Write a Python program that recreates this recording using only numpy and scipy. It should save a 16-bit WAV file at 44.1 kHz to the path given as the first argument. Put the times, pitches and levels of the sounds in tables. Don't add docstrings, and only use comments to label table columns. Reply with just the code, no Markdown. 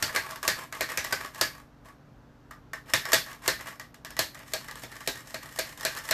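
import sys
import numpy as np
from scipy import signal
from scipy.fft import rfft, irfft, next_fast_len
from scipy.io import wavfile
from scipy.ndimage import uniform_filter1d, map_coordinates

SR = 44100
rng = np.random.default_rng(int(sys.argv[2]) if len(sys.argv) > 2 else 0)


def wav_record(signal):
    frames = np.transpose(np.atleast_2d(signal))
    bounded = np.clip(frames, -1, 1)
    quanta = np.round(bounded * 32767).astype(np.int16)
    wavfile.write(sys.argv[1], SR, quanta)


N = 270333

# (frequency [Hz], t60 [s])
KITCHEN_DECAY = [(150, 0.38), (500, 0.19), (1500, 0.22), (4500, 0.26), (8000, 0.22), (13000, 0.31)]
# (frequency [Hz], rms level [dB])
HUM_PARTIALS = [(121, -63), (145, -64.5), (242, -65), (290, -65.5)]
# (frequency [Hz], relative level [dB])
AIR_COLOUR = [(25, -19), (48, 1), (100, -10), (147, -5), (205, -10.5), (340, -14.5), (620, -16),
              (1470, -21), (2400, -32), (6000, -38.5), (9500, -50), (14000, -44.5)]
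RUB_COLOUR = [(40, -26.5), (120, -16), (400, -5.5), (750, -9.5), (1150, -2), (1450, -7.5), (2000, -10),
              (2700, -8.5), (6000, -21)]
CRUNCH_COLOUR = [(300, -29.5), (1500, -30.5), (3000, 3), (5200, 2), (7500, 5), (9500, -1), (14000, 1.5)]
SNAP_COLOUR = [(40, -18.5), (110, -7), (200, -13), (330, -11.5), (620, -10), (750, -10.5), (1050, -5.5),
               (1400, -5.5), (1750, -3), (2900, -3), (4400, -1.5), (7500, -3.5), (10000, -12.5),
               (11300, -9.5), (14000, -10.5)]
KNOCK_COLOUR = [(40, -48.5), (400, 0), (760, -4), (1150, 9.5), (1400, 3), (1900, 6), (2600, -9),
                (7500, -13.5), (9500, -21), (14000, -19)]
# (frequency [Hz], width [Hz], height over the broad colour [dB])
SLICER_MODES = [(504.5, 30, 4.5), (641, 33, 12.5), (860, 70, 7.5), (1195, 290, 3.5), (1549, 28, 10.5),
                (1682, 53, 10.5), (1807, 37, 2.5), (1880, 30, 10), (2032, 154.6, 5), (2330, 255, 2),
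                (2870, 52, 3), (5330, 40, 8.5)]
# (frequency [Hz], width [Hz], level re rubbing [dB])
PLATE_RINGS = [(1131, 45, -5), (1850, 120, -8)]
# (frequency [Hz], relative level before tilt [dB], t60 [s])
BOWL_MODES = [(323, -8.5, 0.087), (402.7, -7, 0.08), (527, -5, 0.09), (627, -9.5, 0.07), (643.7, -1, 0.068)]
# (start [s], level at the blade [dB])
SLOW_PUSHES = [(0, -42), (0.153, -33.5), (0.445, -38.5), (.75, -45.5), (1.07, -43.5), (1.342, -46.5),
               (3.095, -37.5), (3.44, -40)]
# (start [s], length [s], level [dB], lean to the high ring [dB])
DRAGS = [(0.068, 0.033, -47, 0), (0.248, 0.083, -46, -13), (0.569, 0.057, -41.5, -2), (0.9, 0.033, -39, 11),
         (1.199, 0.049, -43, 12.5), (1.508, 0.081, -54.5, -5), (1.865, 0.014, -55, -10),
         (2.886, 0.032, -45.5, 9), (3.028, 0.035, -52.5, 37), (3.286, 0.028, -43, 0), (3.602, 0.02, -45, 7),
         (3.678, 0.033, -43.5, 7), (4.345, 0.075, -53, 11)]
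# (time [s], crack level [dB], clack re crack [dB],
# length of the break [s], crack pitch [Hz], strongest ring of the plastic [Hz], bowl level [dB])
CUTS = [(0.0247, -36, -5, 0.0036, 4600, 1407, -56), (0.1601, -39.5, 4, 0.003, 4260, 1614, -51),
        (0.4774, -33.5, -3, 0.0034, 4520, 1730, -44.5), (0.8081, -41, 1.5, 0.0025, 4300, 1800, -47),
        (0.9736, -39.5, -0.5, 0.0026, 6000, 1660, -52.5), (1.124, -40, 2, 0.005, 4900, 1520, -50),
        (1.411, -33.5, -4, 0.0036, 4710, 1703, -45), (2.9357, -33, -0.5, 0.0031, 3610, 1815, -45.5),
        (3.1304, -31, -2, 0.0039, 4500, 1886, -40), (3.1379, -33.5, -5, 0.0061, 3500, 1570, -62),
        (3.4777, -34, -3, 0.0024, 4230, 1795, -41.5), (4.1906, -34.5, -5.5, 0.003, 4200, 1787, -45.5),
        (4.535, -40.5, -5.5, 0.0027, 4300, 1630, -49.5), (4.834, -54, -2.5, 0.0045, 3540, 1920, -70),
        (5.0743, -39, -5.5, 0.0028, 3880, 1613, -47.5), (5.3424, -49, 0, 0.0039, 4320, 1630, -55.5),
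        (5.5874, -39.5, -4, 0.0055, 4460, 1600, -47.5), (5.85, -37.5, -3, 0.0026, 4130, 1600, -47.5),
        (6.1092, -35, -1.5, 0.0034, 4150, 1630, -45.5)]
# (time [s], crack level [dB], clack re crack [dB], strongest ring [Hz])
FRAME_KNOCKS = [(0.0902, -62, 13.5, 1720), (0.4286, -48, 2, 1126), (0.725, -51, 2, 2110),
                (0.8885, -56, 5, 1900), (1.042, -52.5, -4.5, 1880), (1.046, -47, -0.5, 1960),
                (1.8851, -72, 8.5, 1130), (2.5086, -63.5, 8, 1205), (2.7323, -54, 8, 1805),
                (2.965, -66, 6, 1780), (3.053, -48.5, 3, 1700), (3.119, -43, 0, 1850),
                (3.262, -63, 5, 1830), (3.591, -64, 7, 1950), (3.6731, -60, 2, 1920),
                (3.7965, -55, 2, 1940), (4.0477, -53, -1, 1730), (4.1663, -53, 2.5, 1940),
                (4.6828, -57, 5, 1940), (5.0049, -60.5, 5, 1880), (5.831, -52.5, 1.5, 1850),
                (6.0886, -48.5, 1, 1970)]
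# (time [s], crack level [dB])
SNAGS = [(0.308, -53.5), (0.3578, -54.5), (1.259, -56.5), (1.346, -58), (3.329, -60), (3.9425, -64.5),
         (4.1042, -57.5), (4.3455, -60.5), (4.3905, -62.5), (4.643, -68), (4.7105, -55.5), (4.755, -57),
         (4.916, -61.5), (4.956, -68), (5.3054, -62.5), (5.4307, -60), (5.5602, -61), (5.7745, -61),
         (5.808, -53), (5.9491, -56.5), (5.9708, -53), (5.986, -54.5), (6.0529, -57)]

BAND_EDGES_HZ = 900, 2600
CUT_THUD_DB, KNOCK_THUD_DB = -30, -8.5
QUICK_FROM_S = 4.29


def amp(db):
    return 10 ** (np.asarray(db) / 20)


def unit(x):
    return x / np.sqrt(np.mean(x ** 2) + 1e-20)


def along(points, hz):
    knots_hz, values = np.transpose(points)
    return np.interp(np.log(hz + 1), np.log(knots_hz + 1), values)


def wobble(rate):
    return map_coordinates(rng.standard_normal(int(N * rate / SR) + 4), [np.arange(N) * rate / SR])


def filtered(x, gain):
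    m = 2 * next_fast_len(len(x) // 2 + SR // 10)
    cepstrum = irfft(np.log(np.maximum(gain(np.fft.rfftfreq(m, 1 / SR)), 1e-6)), m)
    cepstrum[1:m // 2] *= 2
    cepstrum[m // 2 + 1:] = 0
    return irfft(rfft(x, m) * np.exp(rfft(cepstrum)), m)[:len(x)]


def add(track, s, sound):
    start = max(round(s * SR), 0)
    track[start:start + len(sound)] += sound[:N - start]


def room_tone(air_db, waver_rad):
    t = np.arange(N) / SR
    air = unit(filtered(rng.standard_normal(N), lambda hz: amp(along(AIR_COLOUR, hz))))
    hum = sum(amp(db) * np.sqrt(2) * np.sin(2 * np.pi * hz * t + waver_rad * wobble(9.9))
              for hz, db in HUM_PARTIALS)
    return amp(air_db) * air + hum


def kitchen_wash(arrival_s=0.0047):
    hz, t, noise = signal.stft(rng.standard_normal(SR // 2), SR, nperseg=256)
    decay = amp(-60 * t / along(KITCHEN_DECAY, hz)[:, None])
    tail = signal.istft(noise * decay, SR, nperseg=256)[1][:SR // 3]
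    tail *= 1 - np.exp(-(np.arange(len(tail)) / SR / arrival_s) ** 4)
    return tail / np.linalg.norm(tail)


def at_microphone(direct, wet_db):
    return direct + amp(wet_db) * signal.fftconvolve(direct, kitchen_wash())[:len(direct)]


def through_plastic(force, colour, modes):
    def gain(hz):
        peaks = sum(amp(db) ** 2 / (1 + (2 * (hz - centre) / width) ** 2) for centre, width, db in modes)
        return amp(along(colour, hz)) * np.sqrt(1 + peaks)
    return filtered(force, gain)


def slide(start, end, db, swell_db_per_s=0, grip_db_per_s=680, release_db_per_s=350):
    t = np.arange(N) / SR
    held = db - swell_db_per_s * np.maximum(end - t, 0)
    return amp(held - grip_db_per_s * np.maximum(start - t, 0) - release_db_per_s * np.maximum(t - end, 0))


def strokes(stall_s=0.007, quick_push_s=0.065, turn_s=0.08, quick_drag_s=0.053):
    def voiced(gain, crunch_db, lean_db):
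        return np.outer(amp([0, crunch_db, -lean_db / 2, lean_db / 2]), gain)

    cut_times = [row[0] for row in CUTS]
    gains = np.zeros((4, N))
    for s, db in SLOW_PUSHES:
        next_cut = min(cut for cut in cut_times if cut > s)
        push = slide(s, next_cut - stall_s, db, swell_db_per_s=70.5)
        gains += voiced(push, crunch_db=-3, lean_db=1)
    for s, length, db, lean_db in DRAGS:
        gains += voiced(slide(s, s + length, db), crunch_db=-5.5, lean_db=lean_db)
    for cut in (s for s in cut_times if s > QUICK_FROM_S):
        effort_db = 8 * ((cut - QUICK_FROM_S) / 1.67) ** 3
        push = slide(cut - quick_push_s, cut - stall_s, db=-56 + effort_db / 2)
        drag = slide(cut + turn_s, cut + turn_s + quick_drag_s, db=-52.5 + effort_db)
        gains += voiced(push, crunch_db=4.5, lean_db=16.5)
        gains += voiced(drag, crunch_db=-1.5, lean_db=16.5)
    return gains


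def catches(release_s=0.0035):
    gaps_s, sizes = rng.uniform([.008, 1.5], [.05, 7], (400, 2)).T
    kicks = np.bincount((np.cumsum(gaps_s) * SR).astype(int), sizes, N)[:N]
    fading = signal.lfilter([1], [1, -np.exp(-1 / (release_s * SR))], kicks)
    return unit(1 + uniform_filter1d(fading, size=30))


def slips(rate, spread_db):
    sizes = amp(spread_db * np.minimum(rng.exponential(size=N), 3)) * rng.choice([-1, 1], N)
    return unit((rng.random(N) < rate / SR) * sizes)


def plate_ring(force, hz, width, drift=0.035):
    b, a = signal.iirpeak(hz, hz / width, fs=SR)
    ring = signal.hilbert(signal.lfilter(b, a, force), next_fast_len(N))[:N]
    ring *= np.sqrt(SR / (np.pi * width))
    detune_hz = drift * hz * wobble(6)
    return np.real(ring * np.exp(2j * np.pi * np.cumsum(detune_hz) / SR))


def sliding(wet_db, ring_db, judder):
    rub_gain, crunch_gain, *ring_gains = strokes()
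    grip = catches() ** judder
    scuff = uniform_filter1d(grip, size=300)
    modes = [(hz, width, db + ring_db) for hz, width, db in SLICER_MODES]
    friction = scuff * slips(rate=1600, spread_db=-2)
    rub = rub_gain * unit(through_plastic(friction, RUB_COLOUR, modes))
    for gain, (hz, width, db) in zip(ring_gains, PLATE_RINGS):
        rub += amp(db) * plate_ring(gain * scuff * slips(rate=1500, spread_db=0.5), hz, width)
    crackle = grip * slips(rate=6000, spread_db=-0.5)
    crunch = crunch_gain * unit(through_plastic(crackle, CRUNCH_COLOUR, modes))
    return at_microphone(rub, wet_db) + at_microphone(crunch, wet_db)


def struck_modes(ring_db):
    return [(hz, width, db + ring_db + rng.normal(0, 2.5)) for hz, width, db in SLICER_MODES]


def impact(length_s, colour, modes, band_db, wet_db, bright):
    t = np.arange(SR // 3) / SR
    age = t / max(length_s, .001)
    burst = rng.standard_normal(len(t)) * age ** .75 * np.exp(-age ** 2)
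    direct = signal.lfilter([1, -bright], 1, burst)
    with_room = direct / np.linalg.norm(burst) + amp(wet_db) * kitchen_wash()
    sound = through_plastic(with_room, colour, modes)
    band = np.searchsorted(BAND_EDGES_HZ, np.fft.rfftfreq(len(t), 1 / SR))
    band_rms = [np.std(irfft(rfft(sound) * (band == k))) for k in range(3)]
    thud, clack, crack = amp(band_db) / band_rms
    balance = [(700, thud), (1100, clack), (2200, clack), (3000, crack)]
    return filtered(sound, lambda hz: along(balance, hz))


def cuts(wet_db, ring_db, strongest_db, width_hz, crack_width_hz=300, crack_peak_db=7):
    track = np.zeros(N)
    for s, db, clack_db, length_s, crack_hz, ring_hz, _ in CUTS:
        levels = [db / 2 + CUT_THUD_DB, db + clack_db, db]
        modes = struck_modes(ring_db)
        modes += [(crack_hz, crack_width_hz, crack_peak_db), (ring_hz, width_hz, strongest_db)]
        add(track, s, impact(length_s, SNAP_COLOUR, modes, levels, wet_db, bright=0.57))
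    return track


def bowl(wet_db, attack_s):
    track, t = np.zeros(N), np.arange(SR // 3) / SR
    for s, *_, db in CUTS:
        tilt_db_per_octave = 5.5 if s > QUICK_FROM_S else -2
        ring = np.zeros(len(t))
        for hz, mode_db, t60 in BOWL_MODES:
            struck_db = mode_db + tilt_db_per_octave * np.log2(hz) + rng.normal(0, 1)
            ring += amp(struck_db - 60 * t / t60) * np.sin(2 * np.pi * (hz * t + rng.random() / 2))
        ring *= 1 - np.exp(-t / attack_s)
        add(track, s, amp(db) * unit(at_microphone(ring, wet_db)))
    return track


def frame_knocks(wet_db, ring_db, strongest_db, width_hz):
    track = np.zeros(N)
    for s, db, clack_db, ring_hz in FRAME_KNOCKS:
        levels = [db + clack_db / 2 + KNOCK_THUD_DB, db + clack_db, db]
        modes = struck_modes(ring_db) + [(ring_hz, width_hz, strongest_db)]
        contact_s = 0.0025 * amp(clack_db / 2)
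        add(track, s, impact(contact_s, KNOCK_COLOUR, modes, levels, wet_db, bright=0.58))
    return track


def snags(wet_db, clack_db, tear_s=0.0032):
    track = np.zeros(N)
    for s, db in SNAGS:
        levels = [db + KNOCK_THUD_DB, db + clack_db, db]
        add(track, s, impact(tear_s, KNOCK_COLOUR, struck_modes(0), levels, wet_db, bright=0.63))
    return track


def scene():
    slicing = cuts(wet_db=-2, ring_db=-2.5, strongest_db=14, width_hz=40)
    slicing += bowl(wet_db=-7, attack_s=0.0019)
    slicing += frame_knocks(wet_db=-3, ring_db=0.5, strongest_db=17, width_hz=50)
    slicing += snags(wet_db=-4, clack_db=-1.5)
    slicing += sliding(wet_db=-5, ring_db=1, judder=0.9)
    return (slicing + room_tone(air_db=-56, waver_rad=0.6))[None]


def record(dry):
    return signal.sosfilt(signal.ellip(10, .2, 70, 13950, fs=SR, output="sos"), dry)


dry = scene()
out = record(dry)
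wav_record(out)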